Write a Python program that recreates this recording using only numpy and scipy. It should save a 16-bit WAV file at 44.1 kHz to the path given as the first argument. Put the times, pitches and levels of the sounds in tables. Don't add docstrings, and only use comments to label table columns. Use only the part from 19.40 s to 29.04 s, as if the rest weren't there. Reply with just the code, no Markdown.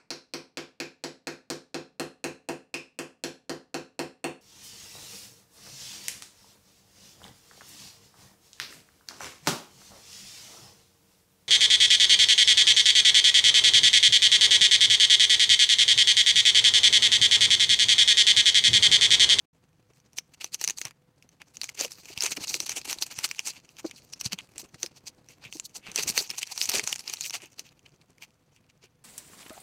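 import sys
import numpy as np
from scipy import signal
from scipy.fft import rfft, irfft
from scipy.io import wavfile
from scipy.ndimage import uniform_filter1d

SR = 44100
rng = np.random.default_rng(int(sys.argv[2]) if len(sys.argv) > 2 else 0)


def unload_audio(sound):
    columns = np.transpose(np.atleast_2d(sound))
    steps = np.round(np.clip(columns, -1, 1) * 32767)
    wavfile.write(sys.argv[1], SR, steps.astype(np.int16))


N = 425124


def undb(db):
    return 10 ** (np.asarray(db) / 20)


def level(x, db):
    return x * undb(db) / np.sqrt(np.mean(x ** 2))


def ring(x, hz, width_hz):
    return signal.lfilter(*signal.iirpeak(hz, hz / width_hz, SR), x)


def add(out, s, sound):
    i = int(s * SR)
    out[i:i + len(sound)] += sound[:N - i]


# (time [s], level [dB], ring of the crease's own patch [Hz])
CREASE_SNAPS = [(.535, -47, 5900), (.558, -57, 5900), (0.601, -43, 6000), (0.732, -38, 5700),
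                (0.785, -11, 5670), (1.0436, -11.5, 6060), (1.1444, -9.5, 6300), (1.149, -18, 5640),
                (1.2136, -10.5, 5800), (1.2406, -9, 6550), (1.2462, -9.5, 6250), (1.2765, -5, 6340),
                (1.2871, -14, 5470), (1.2978, -10.5, 6340), (1.2987, -14, 6040), (1.3063, -11, 6340),
                (1.385, -15.5, 6300), (1.415, -11.5, 6350), (1.4526, -11, 5780), (1.5091, -32, 2000),
                (1.825, -36, 2600), (1.8908, -38.5, 6150), (2.0177, -28, 2260), (2.1697, -22.5, 6650),
                (2.2148, -15.5, 4400), (2.2338, -17, 5850), (2.242, -12.5, 6300), (2.2911, -21, 2270),
                (2.41, -11.5, 6900), (2.4481, -12, 2700), (2.5188, -23, 5500), (2.7294, -31.5, 2760),
                (2.7763, -11, 2660), (2.8067, -9.5, 5130), (2.8228, -6.5, 6060), (2.8282, -28, 5950),
                (2.8365, -11, 6840), (2.8448, -16, 6250), (2.8631, -7.5, 6430), (2.92, -15, 6300),
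                (2.9704, -20, 5070), (3.072, -23.5, 6650), (3.0805, -19, 4650), (3.099, -23, 5600),
                (3.1424, -4.5, 5620), (3.2027, -6, 5560), (3.264, -15, 5870), (3.2942, -8, 5960),
                (3.529, -10, 5900), (3.586, -24, 4230), (3.623, -11, 4500), (3.7883, -11.5, 5800),
                (3.8422, -11, 4500), (3.9129, -11.5, 2360), (3.9926, -9, 2630), (4.0735, -14, 6300),
                (4.253, -60, 6200), (4.291, -37, 2810), (4.368, -32.5, 2600), (4.5115, -25, 2620),
                (4.735, -21, 5440), (4.8117, -12.5, 5600), (4.858, -21, 6140), (4.8616, -15, 4360),
                (4.9311, -15, 2840), (4.9876, -22.5, 3420), (5.137, -44, 2600), (5.1805, -22, 7740),
                (5.216, -29, 6160), (5.292, -43.5, 6160), (5.3439, -33, 1860), (5.4307, -7, 6170),
                (5.462, -21.5, 5150), (5.887, -30, 5700), (6.1261, -19.5, 2580), (6.198, -16.5, 7200),
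                (6.5165, -19, 6180), (6.5597, -3.5, 6100), (6.578, -11, 2620), (6.6338, -10.5, 6330),
                (6.6795, -9, 6500), (6.6998, -11.5, 5530), (6.7771, -2.5, 6200), (6.9025, -15, 5400),
                (6.983, -12, 6180), (7.0304, -11, 2880), (7.0731, -24.5, 5500), (7.1775, -11.5, 5530),
                (7.2144, -8.5, 4800), (7.2559, -14.5, 6740), (7.2908, -7.5, 5730), (7.3028, -22, 4600),
                (7.317, -14, 5580), (7.382, -20, 4300), (7.3953, -6.5, 2450), (7.4394, -17, 5700),
                (7.4747, -10.5, 6800), (7.5277, -8.5, 2750), (7.593, -22.5, 5300), (7.678, -16.5, 4760),
                (7.6975, -15, 6430), (7.7372, -12, 5870), (7.7704, -28.5, 4260), (7.8091, -14, 6700),
                (7.845, -21, 2770), (7.897, -19, 5300), (7.907, -15.5, 5970), (7.935, -25, 4500),
                (8.0196, -29.5, 2530), (8.1938, -18, 6000), (8.29, -44, 4500), (8.393, -42, 2600),
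                (8.462, -44.5, 4500), (8.52, -55.5, 4500), (8.6138, -48.5, 4500), (8.782, -43, 2430),
                (8.8232, -30, 2480), (8.9063, -46.5, 2600), (9.163, -43.5, 2600)]


def snaps():
    out = np.zeros(N)
    t = np.arange(1024) / SR
    click = (t == 0) * 1.0
    film_answer = film(click, 0)
    noises = rng.standard_normal((len(CREASE_SNAPS), 1024))
    for (s, snap_db, hz), noise in zip(CREASE_SNAPS, noises):
        flip = np.exp(-t / 0.0006)
        shiver = undb(-13) * np.exp(-t / 0.0048)
        push = noise * (flip + shiver) + 3.53 * click
        patch = ring(ring(push, hz, 840), hz, 1900)
        whole = signal.fftconvolve(push, film_answer)[:1024]
        patch = undb(-4) * patch / np.abs(patch).max()
        whole = undb(-4.5) * whole / np.abs(whole).max()
        add(out, s, undb(snap_db) * (patch + whole))
    return out


# (time of the peak [s], length between the points 13.9 dB down [ms],
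# level [dB], boost of the low film modes on top of the common lift [dB])
TEAR_BURSTS = [(0.573, 88, -64, -9), (0.78, 28, -32.5, -12), (0.944, 17, -47.5, -3.5), (1.013, 18, -38, 3),
               (1.046, 71, -44, -4), (1.14, 30, -32, -13.5), (1.227, 63, -33, -10), (1.287, 83, -43, -2.5),
               (1.382, 25, -32.5, -13.5), (1.416, 45, -41.5, -15), (1.462, 55, -42, 3),
               (1.831, 31, -59, -8.5), (2.014, 22, -64.5, 20.5), (2.153, 32, -48.5, -4),
               (2.238, 76, -42, -6.5), (2.294, 12, -30, -8.5), (2.35, 11, -39, -2.5),
               (2.403, 58, -29, -0.5), (2.44, 63, -30.5, -7.5), (2.52, 40, -40, -19.5),
               (2.6, 110, -51.5, -15.5), (2.694, 36, -38.5, -4), (2.791, 100, -44, -5.5),
               (2.848, 74, -26.5, -3.5), (2.922, 31, -24, -10), (2.972, 15, -33, 2.5), (3.038, 28, -26, -8),
               (3.096, 50, -24, -23.5), (3.149, 53, -29.5, -13), (3.209, 32, -34.5, -24.5),
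               (3.267, 25, -34, -5.5), (3.312, 52, -31.5, -7), (3.375, 32, -24, -5.5),
               (3.455, 17, -29, -7.5), (3.51, 75, -25, -7), (3.626, 28, -22, -8.5), (3.716, 29, -37, 1),
               (3.794, 74, -36.5, -3), (3.848, 34, -21, -8), (3.915, 50, -57.5, 1), (3.994, 38, -44.5, 1),
               (4.077, 56, -25.5, -7.5), (4.149, 87, -50, 0), (4.312, 45, -57, -5), (4.393, 32, -39, -3),
               (4.47, 56, -41.5, -10.5), (4.575, 58, -45.5, -16), (4.731, 18, -44.5, -11),
               (4.807, 20, -32, -15.5), (4.86, 37, -29, -7), (4.929, 28, -30.5, -2), (4.993, 28, -48, 11.5),
               (5.201, 40, -33.5, -9.5), (5.43, 90, -41.5, -8), (5.571, 43, -48, -7.5),
               (5.678, 33.7, -35, -10), (5.911, 75, -51, -7.5), (6.05, 69, -47.5, 5),
               (6.155, 94, -40.5, -16.5), (6.255, 30, -36.5, -34.5), (6.362, 35, -32.5, -10),
               (6.48, 97, -48.5, 7), (6.589, 70, -24.5, -4), (6.632, 27, -29.5, -16.5),
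               (6.693, 40, -19, -16), (6.792, 113, -25, -7), (6.902, 15, -31.5, -2.5),
               (6.944, 24, -47, 9.5), (6.987, 28, -28, -11.5), (7.03, 10, -25.5, -18.5),
               (7.121, 25, -29, -7), (7.221, 86, -25, -13), (7.297, 8.3, -16.5, -15.5),
               (7.352, 105, -22, -4), (7.481, 41, -29, -4), (7.526, 34, -30, -11), (7.686, 60, -38, 0.5),
               (7.736, 24, -24.5, -9.5), (7.786, 25, -45.5, -2), (7.82, 46, -35, -15.5),
               (7.859, 52, -29, -13.5), (7.95, 51, -30, -1), (8.037, 70, -47, 3.5),
               (8.198, 36, -39.5, -2.5), (8.265, 52, -52.5, 0.5), (8.462, 17, -56.5, 7),
               (8.618, 13, -61, 6.5), (8.831, 47, -46, -2.5), (9.151, 70, -64, -2), (9.3, 21, -57, -5.5),
               (9.445, 45, -51, 2)]
RISE_SHARE = 0.48


def rips():
    t = np.arange(N) / SR
    gain, weighted_low_db = np.zeros(N), np.zeros(N)
    for s, length_ms, peak_db, low_db in TEAR_BURSTS:
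        near = slice(int((s - 0.2) * SR), int((s + 0.3) * SR))
        side = np.where(t[near] < s, -RISE_SHARE, 1 - RISE_SHARE)
        away = 1000 * (t[near] - s) / length_ms / side
        shape = undb(peak_db - 13.9 * away ** 1.81)
        gain[near] += shape
        weighted_low_db[near] += shape * low_db
    grains = crackle(600, 5.5, 1.5, 3.5)
    low_boost_db = 5.85 + weighted_low_db / (gain + 1e-9)
    return gain * level(film(grains, low_boost_db), 0)


# (pitch [Hz], width of the first of two resonances [Hz], relative level [dB])
FILM_MODES = [(386, 280, -12), (838, 300, -10), (1470, 1700, -13), (2600, 905, -2), (4500, 990, -1.5),
              (6070, 1340, -1.5), (7580, 2970, -7.5), (11010, 2000, -16.5), (13900, 1500, -14)]
LOW_MODES_HZ = 3500


def film(push, low_db):
    rows = np.broadcast_to(push, (len(FILM_MODES), push.shape[-1]))
    total = 0
    for k, (hz, width_hz, mode_db) in enumerate(FILM_MODES):
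        mode = ring(ring(rows[k], hz, width_hz), hz, 1.8 * width_hz)
        boost = undb(low_db) if hz < LOW_MODES_HZ else 1
        total = total + (-1) ** k * undb(mode_db) * mode * boost
    return total


def crackle(per_s, scatter_db, hiss_db, patchy_db=4.0):
    hit = rng.random(N) < per_s / SR
    size = np.minimum(rng.exponential(size=N), 2.5)
    slip_s = 0.0009
    slips = signal.lfilter([1], [1, -np.exp(-1 / (slip_s * SR))], hit * undb(scatter_db * size))
    step = 1300
    steps = np.repeat(rng.standard_normal((len(FILM_MODES), N // step + 1)), step, axis=1)
    patch = uniform_filter1d(steps, step // 2)[:, :N]
    strength = (level(slips, 0) + undb(hiss_db)) * undb(patchy_db * patch)
    return strength * rng.standard_normal((len(FILM_MODES), N))


# (time, 3 ms after the start [s], level before the low cut [dB],
# ring of the shell [Hz])
SHELL_BUMPS = [(1.279, -45.5, 180), (1.452, -46.5, 114.4), (2.409, -34.5, 542), (2.446, -36, 492),
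               (2.702, -47, 385), (2.773, -43, 113), (2.835, -41, 406), (2.919, -43.5, 177),
               (2.976, -37, 300), (3.146, -37.5, 350), (3.202, -46, 336), (3.48, -47, 310),
               (3.558, -48.5, 347), (3.779, -46.5, 122), (3.842, -42, 358), (4.446, -25.5, 331),
               (4.859, -36, 123), (4.93, -34, 180), (5.231, -45.5, 326), (5.343, -44, 128),
               (5.438, -38, 350), (6.055, -42, 118), (6.154, -44, 310), (6.587, -34, 433),
               (6.698, -38, 242), (6.775, -37, 513), (6.806, -41, 408), (7.342, -32, 399), (7.39, -36, 415)]


def bumps():
    out = np.zeros(N)
    t = np.arange(4096) / SR
    soft_rise = (1 - np.exp(-t / 0.0042)) ** 2
    shape = soft_rise * np.exp(-t / 0.0065)
    noises = rng.standard_normal((len(SHELL_BUMPS), 4096))
    for (s, bump_db, hz), noise in zip(SHELL_BUMPS, noises):
        tone = np.sin(2 * np.pi * hz * t)
        rattle = level(ring(ring(noise, hz, 1.1 * hz), hz, 1.2 * hz), -4.5)
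        add(out, s - 0.003, undb(bump_db) * (tone + rattle) * shape / shape.max())
    low_cut = signal.butter(2, 70, "high", fs=SR, output="sos")
    return signal.sosfilt(low_cut, out)


# (time [s], rustle level before wavering [dB], level of rubbing on the shell before wavering [dB])
HANDLING = [(.14, -85, -73.5), (1.329, -70, -70), (1.6, -89.5, -74), (2.2, -67, -68), (2.76, -51.5, -64),
            (3.0, -46, -57), (3.61, -54, -63), (4.002, -49, -69), (4.24, -67.5, -67), (4.9, -62, -63),
            (5.83, -75, -65.5), (6.38, -68, -65.5), (6.68, -53, -50.5), (7.101, -48, -80),
            (7.36, -45.5, -55), (7.7, -52, -68), (8.21, -71.5, -67.5), (9.64, -86.5, -75)]


def hands():
    s, *columns = np.transpose(HANDLING)
    rustle_db, rub_db = (np.interp(np.arange(N) / SR, s, c) for c in columns)
    grip = level(ring(rng.standard_normal(N), 12.0, 10), 0)
    grains = crackle(50, 4, 2)
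    rustle = level(film(grains, 0.98), 0) * undb(rustle_db + 4.64 * grip)
    rub = ring(rng.standard_normal(N), 140, 180) + 0.58 * ring(rng.standard_normal(N), 270, 160)
    return rustle + level(rub, 0) * undb(rub_db + 4.4 * grip)


# (frequency [Hz], relative level per Hz [dB])
HUSH_COLOUR = [(12, -56.5), (20, -27.5), (127, -4), (158, -3), (193, -14.5), (262, -14), (446, -55.5),
               (499, -5.5), (542, -40), (698, -23.5), (16000, -43)]
HUSH_DB = -68


def room():
    hz, db = np.transpose(HUSH_COLOUR)
    f = np.maximum(np.arange(N // 2 + 1) * SR / N, 1)
    colour = undb(np.interp(np.log(f), np.log(hz), db))
    return level(irfft(rfft(rng.standard_normal(N)) * colour, N), HUSH_DB)


ECHO_T60_S, ECHO_DB = 0.15, -29.5


def scene():
    near = snaps() + rips() + bumps() + hands()
    t = np.arange(8192) / SR
    tail = rng.standard_normal(len(t)) * undb(-60 * t / ECHO_T60_S) * (t > 0.002)
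    tail = tail * undb(ECHO_DB) / np.sqrt(np.sum(tail ** 2))
    echo = signal.fftconvolve(near, tail)[:N]
    return (near + echo + room())[None]


DROPOUT_S = (0.053, 0.133)
TOP_HZ = 15900


def record(dry):
    a, b = DROPOUT_S
    gate = np.interp(np.arange(N) / SR, [a, a + 0.004, b - 0.004, b], [1, 0, 0, 1])
    top_cut = signal.ellip(10, 0.2, 80, TOP_HZ, fs=SR, output="sos")
    return signal.sosfilt(top_cut, dry * gate)


dry = scene()
out = record(dry)
unload_audio(out)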